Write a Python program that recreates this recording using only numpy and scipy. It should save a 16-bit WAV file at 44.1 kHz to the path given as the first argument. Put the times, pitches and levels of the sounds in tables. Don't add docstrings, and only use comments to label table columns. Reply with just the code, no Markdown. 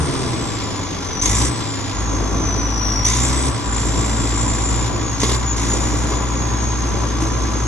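import sys
import numpy as np
from scipy import signal
from scipy.fft import rfft, irfft, next_fast_len
from scipy.io import wavfile

SR = 44100
rng = np.random.default_rng(int(sys.argv[2]) if len(sys.argv) > 2 else 0)


def bounce(signal):
    frames = np.transpose(np.atleast_2d(signal))
    limited = np.clip(frames, -1, 1)
    pcm = np.round(limited * 32767).astype(np.int16)
    wavfile.write(sys.argv[1], SR, pcm)


N = 338247
TIME = np.arange(N) / SR
SIDES = np.array([[1], [-1]])

# cylinder in firing order, relative strength in dB.
CYLINDERS = [(1, 3), (2, 4), (3, 1.5), (4, 3), (5, 2), (6, 3.5)]
# centre in Hz, width in Hz, lift in dB.
PANELS = [(269, 26, 9), (365, 55, 7), (448, 45, 9)]


def amp(db):
    return 10 ** (np.asarray(db) / 20)


def unit_rms(x):
    return x / np.sqrt(np.mean(x ** 2) + 1e-20)


def at_hz(points, hz):
    knots_hz, values = np.transpose(points)
    return np.interp(np.log(hz + 1), np.log(knots_hz), values)


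def held(start_s, length_s, rise_s, fall_s):
    age_s = TIME - start_s
    return np.clip(age_s / rise_s, 0, 1) * np.clip(1 - (age_s - length_s) / fall_s, 0, 1)


def wander(rate_hz):
    knots = rng.standard_normal(N // 16)
    hz = np.fft.rfftfreq(len(knots), 16 / SR)
    slow = irfft(rfft(knots) * np.exp(-(hz / rate_hz) ** 2), len(knots))
    return unit_rms(np.interp(TIME, np.linspace(0, TIME[-1], len(slow)), slow))


def resonant_db(modes, hz):
    return sum(db / (1 + (2 * (hz - centre) / width) ** 2) for centre, width, db in modes)


def struck(hits, hz, db, t60_s, rise_s=0.0003):
    age_s = TIME[:4096]
    envelope = amp(db - 60 * age_s / t60_s) * (1 - np.exp(-age_s / rise_s))
    return signal.oaconvolve(hits, envelope * np.sin(2 * np.pi * hz * age_s))[:N]


def machine_body(x, spectrum, ripple_db=2, ripple_hz=70, size=4096):
    # centre in Hz, width in Hz, lift in dB (negative: a gap).
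    modes = [(280, 28, 5), (600, 260, -5.5), (795, 35, 1), (1000, 80, 11), (1140, 70, 7), (2030, 70, 3.5),
             (2230, 70, 2), (3410, 130, 6.5), (3800, 220, 4), (5850, 250, 3)]
    hz = np.fft.rfftfreq(size, 1 / SR)
    ripple = np.interp(hz, np.arange(400) * ripple_hz, rng.standard_normal(400))
    small_db = ripple_db * ripple * hz / (hz + 1000)
    log_gain = np.log(amp(at_hz(spectrum, hz) + resonant_db(modes, hz) + small_db))
    mirrored = np.concatenate([log_gain, log_gain[-2:0:-1]])
    minimum_phase = np.exp(np.conj(signal.hilbert(mirrored)))
    response = np.fft.ifft(minimum_phase).real[:size // 2]
    return signal.oaconvolve(x, response[None], axes=1)[:, :N]


def stereo(pair):
    # frequency in Hz, left-right likeness 0-1.
    likeness = [(60, .75), (130, .62), (300, .8), (600, .45), (1000, .7), (1800, .45), (2200, .65),
                (3000, .5), (6000, .7), (8500, .68), (10500, .8)]
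    # frequency in Hz, left minus right in dB.
    balance = [(130, 0), (270, 1), (580, 2.5), (1250, 3), (2670, -0.5), (5700, -0.1)]
    # frequency in Hz, phase lead of the left in radians.
    phase_lead = [(500, 0), (700, 2.1), (1100, -0.7), (2200, 0.28), (3400, 1.53), (4200, 1.8), (5200, 2.5),
                  (5800, 0.46), (6500, 0.87), (7200, 1.14), (8100, 3), (10000, -0.36)]
    size = next_fast_len(N)
    hz = np.fft.rfftfreq(size, 1 / SR)
    alike, lead_rad = np.clip(at_hz(likeness, hz), 0, 0.98), at_hz(phase_lead, hz)
    direct, diffuse = rfft(pair, size) * np.sqrt([1 + alike, 1 - alike])
    tilt = np.sqrt(amp(at_hz(balance, hz))) * np.exp(0.5j * lead_rad)
    centre = np.sqrt(1 + alike * np.cos(lead_rad))
    spectra = np.array([(direct + diffuse) * tilt, (direct - diffuse) / tilt])
    out = irfft(spectra / centre, size)[:, :N]
    return out / np.std(out.mean(0))


def throttle(open_s=0.0092, shut_s=0.027):
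    # start in seconds, length in seconds, first and last fuel 0-1, extra hiss in dB.
    pushes = [(1.21, 0.27, 0.83, 0.52, 4.5), (3.043, 0.44, 0.89, 0.33, 1.5), (3.716, 1.16, 0.33, 0.26, 1),
              (5.194, 0.16, 0.68, 0.45, 1), (5.562, 0.6, 0.47, 0.09, 2), (7.203, 0.082, 0.25, 0.04, 1)]
    fuel, hiss_db = np.zeros((2, N))
    for start_s, length_s, first, last, db in pushes:
        push = held(start_s, length_s, open_s, shut_s)
        fuel += push * np.interp(TIME, [start_s, start_s + length_s], [first, last])
        hiss_db += push * db
    return fuel, hiss_db


def layer_levels(firing_hz, fuel, cruise_hz=58, slip_s=0.079):
    # start in seconds, length in seconds, depth 0-1.
    overruns = [(0.02, 0.54, 0.8), (0.534, 0.64, 0.8), (1.48, 0.42, 1), (3.496, 0.11, 0.8),
                (4.81, 0.4, 0.22)]
    gains = {"firing": (-23, 4.5, 2, -22), "drone": (-26.3, 7, 5, -16), "auxiliaries": (-0.5, 9, -2, 1.5),
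             "rumble": (-27, 7, 0.5, -2), "knock": (-33, 4, 1, -3), "ring": (-35, -1, 6, -4),
             "rasp": (-38.7, 3.5, 10, 4), "duct hiss": (-42.5, 8, 18, 0.5), "rush": (-42, 0, 11.5, -8),
             "whistle": (-0.5, 4, 7.5, -3), "whistle skirt": (-4.5, -2, 13, 2)}
    overrun = sum(depth * held(start_s, length_s, slip_s, slip_s)
                  for start_s, length_s, depth in overruns)
    octaves = np.log2(firing_hz / cruise_hz)
    return {layer: db + speed_db * octaves + fuel_db * fuel + overrun_db * overrun
            for layer, (db, speed_db, fuel_db, overrun_db) in gains.items()}


def pulses(firings, decay, base, late, rise=0.36, uneven=1):
    index, since = np.divmod(firings + 1 - late, 1)
    index = index.astype(int)
    strength_db = np.transpose(CYLINDERS)[1][index % len(CYLINDERS)]
    chance_db = rng.uniform(-4, 4, size=1024)[index]
    swell = np.exp(-since / decay) * (1 - np.exp(-since / rise)) * np.sqrt(1 - since)
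    return unit_rms(base + amp(uneven * (strength_db + chance_db)) * swell / swell.max())


def impacts(firings, jitter, count=400):
    cycles = np.arange(int(firings[-1] / len(CYLINDERS)) + 1)[:, None]
    pair = np.zeros((2, N))
    for side in pair:
        angle, force = rng.random(count), rng.standard_normal(count)
        slip = jitter * rng.standard_normal((len(cycles), count))
        at = np.searchsorted(firings, (cycles + angle) * len(CYLINDERS) + slip)
        side += np.bincount(at.ravel(), np.tile(force, len(cycles)), N + 1)[:N]
    return unit_rms(pair)


def clatter(firings, spectrum, envelope, impact_share, jitter):
    strikes = np.sqrt(impact_share) * impacts(firings, jitter)
    combustion = np.sqrt(1 - impact_share) * rng.standard_normal((2, N))
    return stereo(machine_body((strikes + combustion) * envelope, spectrum))


def rumble(firings, shake_db=1.5):
    # frequency in Hz, relative density in dB.
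    spectrum = [(20, -14), (42, -4), (80, 0), (130, 0), (190, -3), (260, -5), (330, -0.5), (430, -4.5),
                (600, -6.5), (800, -13.5), (1500, -54.5)]
    shake = amp(shake_db * wander(4.2))
    envelope = pulses(firings, decay=0.71, base=1.57, late=0.36)
    return shake * clatter(firings, spectrum, envelope, impact_share=0.26, jitter=0.013)


def knock(firings):
    # frequency in Hz, relative density in dB.
    spectrum = [(300, -39.5), (620, -12.5), (800, 1), (1000, -6.5), (1180, -8), (1350, -2), (1800, -7.5),
                (2100, -13.5), (2800, -16), (5000, -39.5)]
    envelope = pulses(firings, decay=0.34, base=2, late=0.1)
    return clatter(firings, spectrum, envelope, impact_share=0.35, jitter=0.004)


def rasp(firings):
    # frequency in Hz, relative density in dB.
    spectrum = [(500, -48), (750, -3), (1000, 3), (1300, -18), (1700, 1), (2150, 5), (2800, 1.5), (3800, 0),
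                (4500, 2.5), (5100, 3), (7000, -4), (8600, -52), (11000, -9), (12000, -44)]
    envelope = pulses(firings, decay=1, base=1.3, late=0.15, uneven=0.8)
    return clatter(firings, spectrum, envelope, impact_share=0.2, jitter=0.0024)


def turbo_whistle(firings, blade_hz, skirt_db, line_hz=14, skirt_hz=230, ripple_hz=10, octave_db=-35):
    # frequency in Hz, gain in dB.
    duct = [(5700, -24.5), (6050, -27.5), (6380, -36), (6580, -32.5), (6900, -35.5), (7200, -31),
            (7550, -39), (8100, -40), (8700, -40.5)]
    # start in seconds, length in seconds, lift in dB.
    flares = [(1.195, 0.0049, 5), (1.218, 0.0088, 11), (1.254, 0.0066, 12), (3.051, 0.0062, 3.5),
              (4.378, 0.37, 2), (5.46, 0.07, 8), (5.684, 0.05, 8)]
    shaken_hz = blade_hz + ripple_hz * np.sin(2 * np.pi * firings)
    spin = np.exp(2j * np.pi * np.cumsum(shaken_hz) / SR)
    blades = spin + amp(octave_db) * spin ** 2
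    chop = pulses(firings, decay=0.8, base=0.45, late=0.15, rise=0.6, uneven=0.3)
    tear = pulses(firings, decay=0.5, base=0.3, late=0.2, rise=0.6, uneven=0.4)
    pair = np.zeros((2, N))
    for side in pair:
        line = chop * np.exp(1j * wander(line_hz))
        skirt = amp(skirt_db) * tear * (wander(skirt_hz) + 1j * wander(skirt_hz)) / np.sqrt(2)
        side += unit_rms(((line + skirt) * blades).real / np.sqrt(1 + amp(skirt_db) ** 2))
    flare_db = sum(db * held(start_s, length_s, rise_s=0.004, fall_s=0.018)
                   for start_s, length_s, db in flares)
    return amp(at_hz(duct, blade_hz) + flare_db) * stereo(pair)


def block_ring(firings, fuel, stagger=0.6, jitter_s=0.0005, chance_db=1.5):
    # frequency in Hz, relative level in dB, t60 in seconds, lift at full fuel in dB.
    modes = [(995, -2.5, .04, -1), (1085, -8, .025, 1), (1142, -1.5, .042, -7), (1430, -14, .015, 0),
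             (2020, -15, .05, 10), (2210, -21.5, .07, 12), (2430, -15, .04, 2), (2780, -19, .03, 5),
             (3395, -15.5, .045, 5), (3660, -20.5, .05, 14), (3815, -20.5, .035, 8), (5030, -19, .045, 9)]
    index = np.arange(int(firings[-1]) - 1)
    cylinder = index % len(CYLINDERS)
    strength_db = np.transpose(CYLINDERS)[1][cylinder]
    pair = np.zeros((2, N))
    for side in pair:
        for hz, db, t60_s, fuel_db in modes:
            slip, chance = rng.standard_normal((2, len(index)))
            late = stagger * rng.random(len(CYLINDERS))[cylinder]
            at = np.searchsorted(firings, index + late) + (jitter_s * SR * slip).astype(int)
            hits = np.bincount(np.clip(at, 0, N - 1), amp(strength_db / 2 + chance_db * chance), N)
            side += struck(hits * amp(fuel_db * fuel), hz, db, t60_s)
    return stereo(pair)


def air_rush(firings, blade_hz, half_width_hz=720, below_hz=170):
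    spin = np.exp(2j * np.pi * np.cumsum(blade_hz - below_hz) / SR)
    lowpass = signal.butter(4, half_width_hz, fs=SR, output="sos")
    noise = signal.sosfilt(lowpass, rng.standard_normal((2, 2, N)))
    band = unit_rms(((noise[0] + 1j * noise[1]) * spin).real)
    return stereo(band * pulses(firings, decay=0.97, base=0.55, late=0.36, uneven=0.99))


def bright_hiss(firings):
    # frequency in Hz, relative density in dB.
    spectrum = [(3500, -30), (4700, -36), (5400, 5.5), (5950, 12.5), (6500, 9), (7200, 8.5), (7700, 2.5),
                (8100, -18), (8550, 9.5), (9300, -47), (10100, 0.5), (11300, -4.5), (12000, -25)]
    hiss = unit_rms(machine_body(rng.standard_normal((2, N)), spectrum))
    return stereo(hiss * pulses(firings, decay=1, base=1, late=0.12, uneven=0.98))


def exhaust(firings, firing_hz, firing_db, drone_db, sway_db=0.5, waver_rad=0.2, spread_rad=0.42):
    # multiple of the firing rate, level in dB relative to the drone.
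    orders = [(1.5, -14.5), (2, -3.5), (3, -20), (4, -13), (6, -25)]
    swaying_db = drone_db + sway_db * wander(2.8)
    tones = amp(firing_db + 0.33 * SIDES) * np.cos(2 * np.pi * firings + 0.028 * SIDES)
    for order, db in orders:
        phase = 2 * np.pi * (order * firings + rng.random()) + waver_rad * wander(15)
        gain = amp(swaying_db + db + resonant_db(PANELS, order * firing_hz))
        tones += gain * (1 + 0.2 * wander(8.5)) * np.cos(phase - spread_rad * SIDES)
    return np.sqrt(2) * tones


def fan_and_gears(firings, firing_hz, waver_rad=0.36, spread_rad=0.4):
    # multiple of the firing rate, relative level in dB.
    orders = [(1.8, -31), (3.6, -43), (4.67, -44.5), (5.4, -44), (9.33, -51), (16.5, -48)]
    tones = np.zeros((2, N))
    for order, db in orders:
        phase = 2 * np.pi * order * firings + waver_rad * wander(12)
        gain = amp(db + resonant_db(PANELS, order * firing_hz))
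        tones += gain * (1 + 0.36 * wander(42)) * np.cos(phase + spread_rad * SIDES)
    return np.sqrt(2) * tones


def yard(dry, echo_db=-14, t60_s=0.026, count=40):
    echoes = []
    for side in dry:
        delay_s = rng.uniform(0.004, 0.15, count)
        taps = np.zeros(SR // 2)
        taps[(delay_s * SR).astype(int)] = rng.choice([-1, 1], count) * amp(-60 * delay_s / t60_s)
        echoes.append(signal.oaconvolve(side, taps / np.linalg.norm(taps))[:N])
    return dry + amp(echo_db) * np.array(echoes)


def clanks(t60_s=0.08, rise_s=0.001):
    # start in seconds, rattle in dB, thud in dB.
    jolts = [(1.257, -21, -22), (1.413, -23, -20), (5.233, -19, -7.5), (5.292, -22, -14), (5.317, -25, -18),
             (5.345, -28, -18), (6.12, -35, -15)]
    # frequency in Hz, relative density in dB.
    steel_spectrum = [(100, -7), (200, -18), (380, 2.5), (650, -2), (1000, -7), (2100, -3.5), (4500, 0),
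                      (7000, -9), (9000, -11)]
    # frequency in Hz, level in dB relative to the thud, t60 in seconds.
    frame_modes = [(250, -7, .035), (400, 1, .03), (540, -7, .018), (1000, -11, .05), (1090, -12, .12),
                   (2143, -18, .14), (4830, -14, .035), (5040, -20, .06)]
    shake, hits = np.zeros((2, N))
    for start_s, rattle_db, thud_db in jolts:
        age_s = np.maximum(TIME - start_s, 0)
        shake += amp(rattle_db - 60 * age_s / t60_s) * (1 - np.exp(-age_s / rise_s))
        hits[round(start_s * SR)] = amp(thud_db)
    rattle = shake * stereo(machine_body(rng.standard_normal((2, N)), steel_spectrum))
    return rattle + sum(struck(hits, *mode, rise_s=0.0007) for mode in frame_modes)


def low_swells(sigma_s=0.052, waver_rad=0.43):
    # peak time in seconds, frequency in Hz, level in dB.
    swells = [(4.11, 220.2, -28.5), (7.25, 323.2, -25)]
    out = np.zeros(N)
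    for peak_s, hz, db in swells:
        swell = amp(db) * np.exp(-((TIME - peak_s) / sigma_s) ** 2 / 2)
        out += swell * np.sin(2 * np.pi * hz * TIME + waver_rad * wander(40))
    return out


def scene(surge_rms_db=1.0, surge_hz=9):
    # time in seconds, firing rate in Hz.
    engine_speed = [(0.0, 77), (0.12, 75), (0.3, 68.8), (0.5, 62.3), (0.75, 55.5), (0.96, 50.8),
                    (1.12, 47.1), (1.21, 47.2), (1.49, 65.3), (1.62, 62.3), (1.79, 57.5), (1.96, 55.2),
                    (2.4, 55.9), (3.05, 55.4), (3.25, 63), (3.48, 65.6), (3.74, 56.6), (4.1, 57.2),
                    (4.69, 57.3), (4.88, 60), (5.2, 58.5), (5.34, 62.8), (5.56, 57.6), (5.92, 60),
                    (7.67, 60.1)]
    # time in seconds, blade tone in Hz.
    turbo_speed = [(0.0, 8902), (0.25, 8100), (1.19, 5899), (1.34, 7089), (1.47, 8086), (1.49, 8098),
                   (1.71, 7192), (2.01, 6645), (2.5, 6039), (3.03, 5703), (3.22, 7098), (3.31, 7634),
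                   (3.48, 8031), (3.5, 8007), (3.69, 7190), (4.04, 7331), (4.8, 7154), (5.19, 6484),
                   (5.36, 7149), (5.49, 6790), (5.57, 6720), (5.79, 6960), (6.17, 6787), (6.51, 6589),
                   (7.05, 6390), (7.35, 6402), (7.67, 6483)]
    firing_hz = np.interp(TIME, *np.transpose(engine_speed))
    blade_hz = np.interp(TIME, *np.transpose(turbo_speed))
    firings = np.cumsum(firing_hz) / SR
    fuel, hiss_db = throttle()
    db = layer_levels(firing_hz, fuel)
    surge_db = surge_rms_db * wander(surge_hz)
    engine = amp(db["rumble"]) * rumble(firings)
    engine += amp(db["knock"]) * knock(firings)
    engine += amp(db["rasp"]) * rasp(firings)
    engine += amp(db["whistle"] + surge_db) * turbo_whistle(firings, blade_hz, db["whistle skirt"])
    engine += amp(db["ring"]) * block_ring(firings, fuel)
    air = amp(db["rush"] + surge_db) * air_rush(firings, blade_hz)
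    air += amp(db["duct hiss"] + hiss_db) * bright_hiss(firings)
    hum = exhaust(firings, firing_hz, db["firing"], db["drone"])
    hum += amp(db["auxiliaries"]) * fan_and_gears(firings, firing_hz)
    return hum + low_swells() + yard(engine + air + clanks())


def record(dry, cutoff_hz=11900):
    lowpass = signal.firwin(401, cutoff_hz, window=("kaiser", 9), fs=SR)
    return signal.oaconvolve(dry, lowpass[None], "same")


dry = scene()
out = record(dry)
bounce(out)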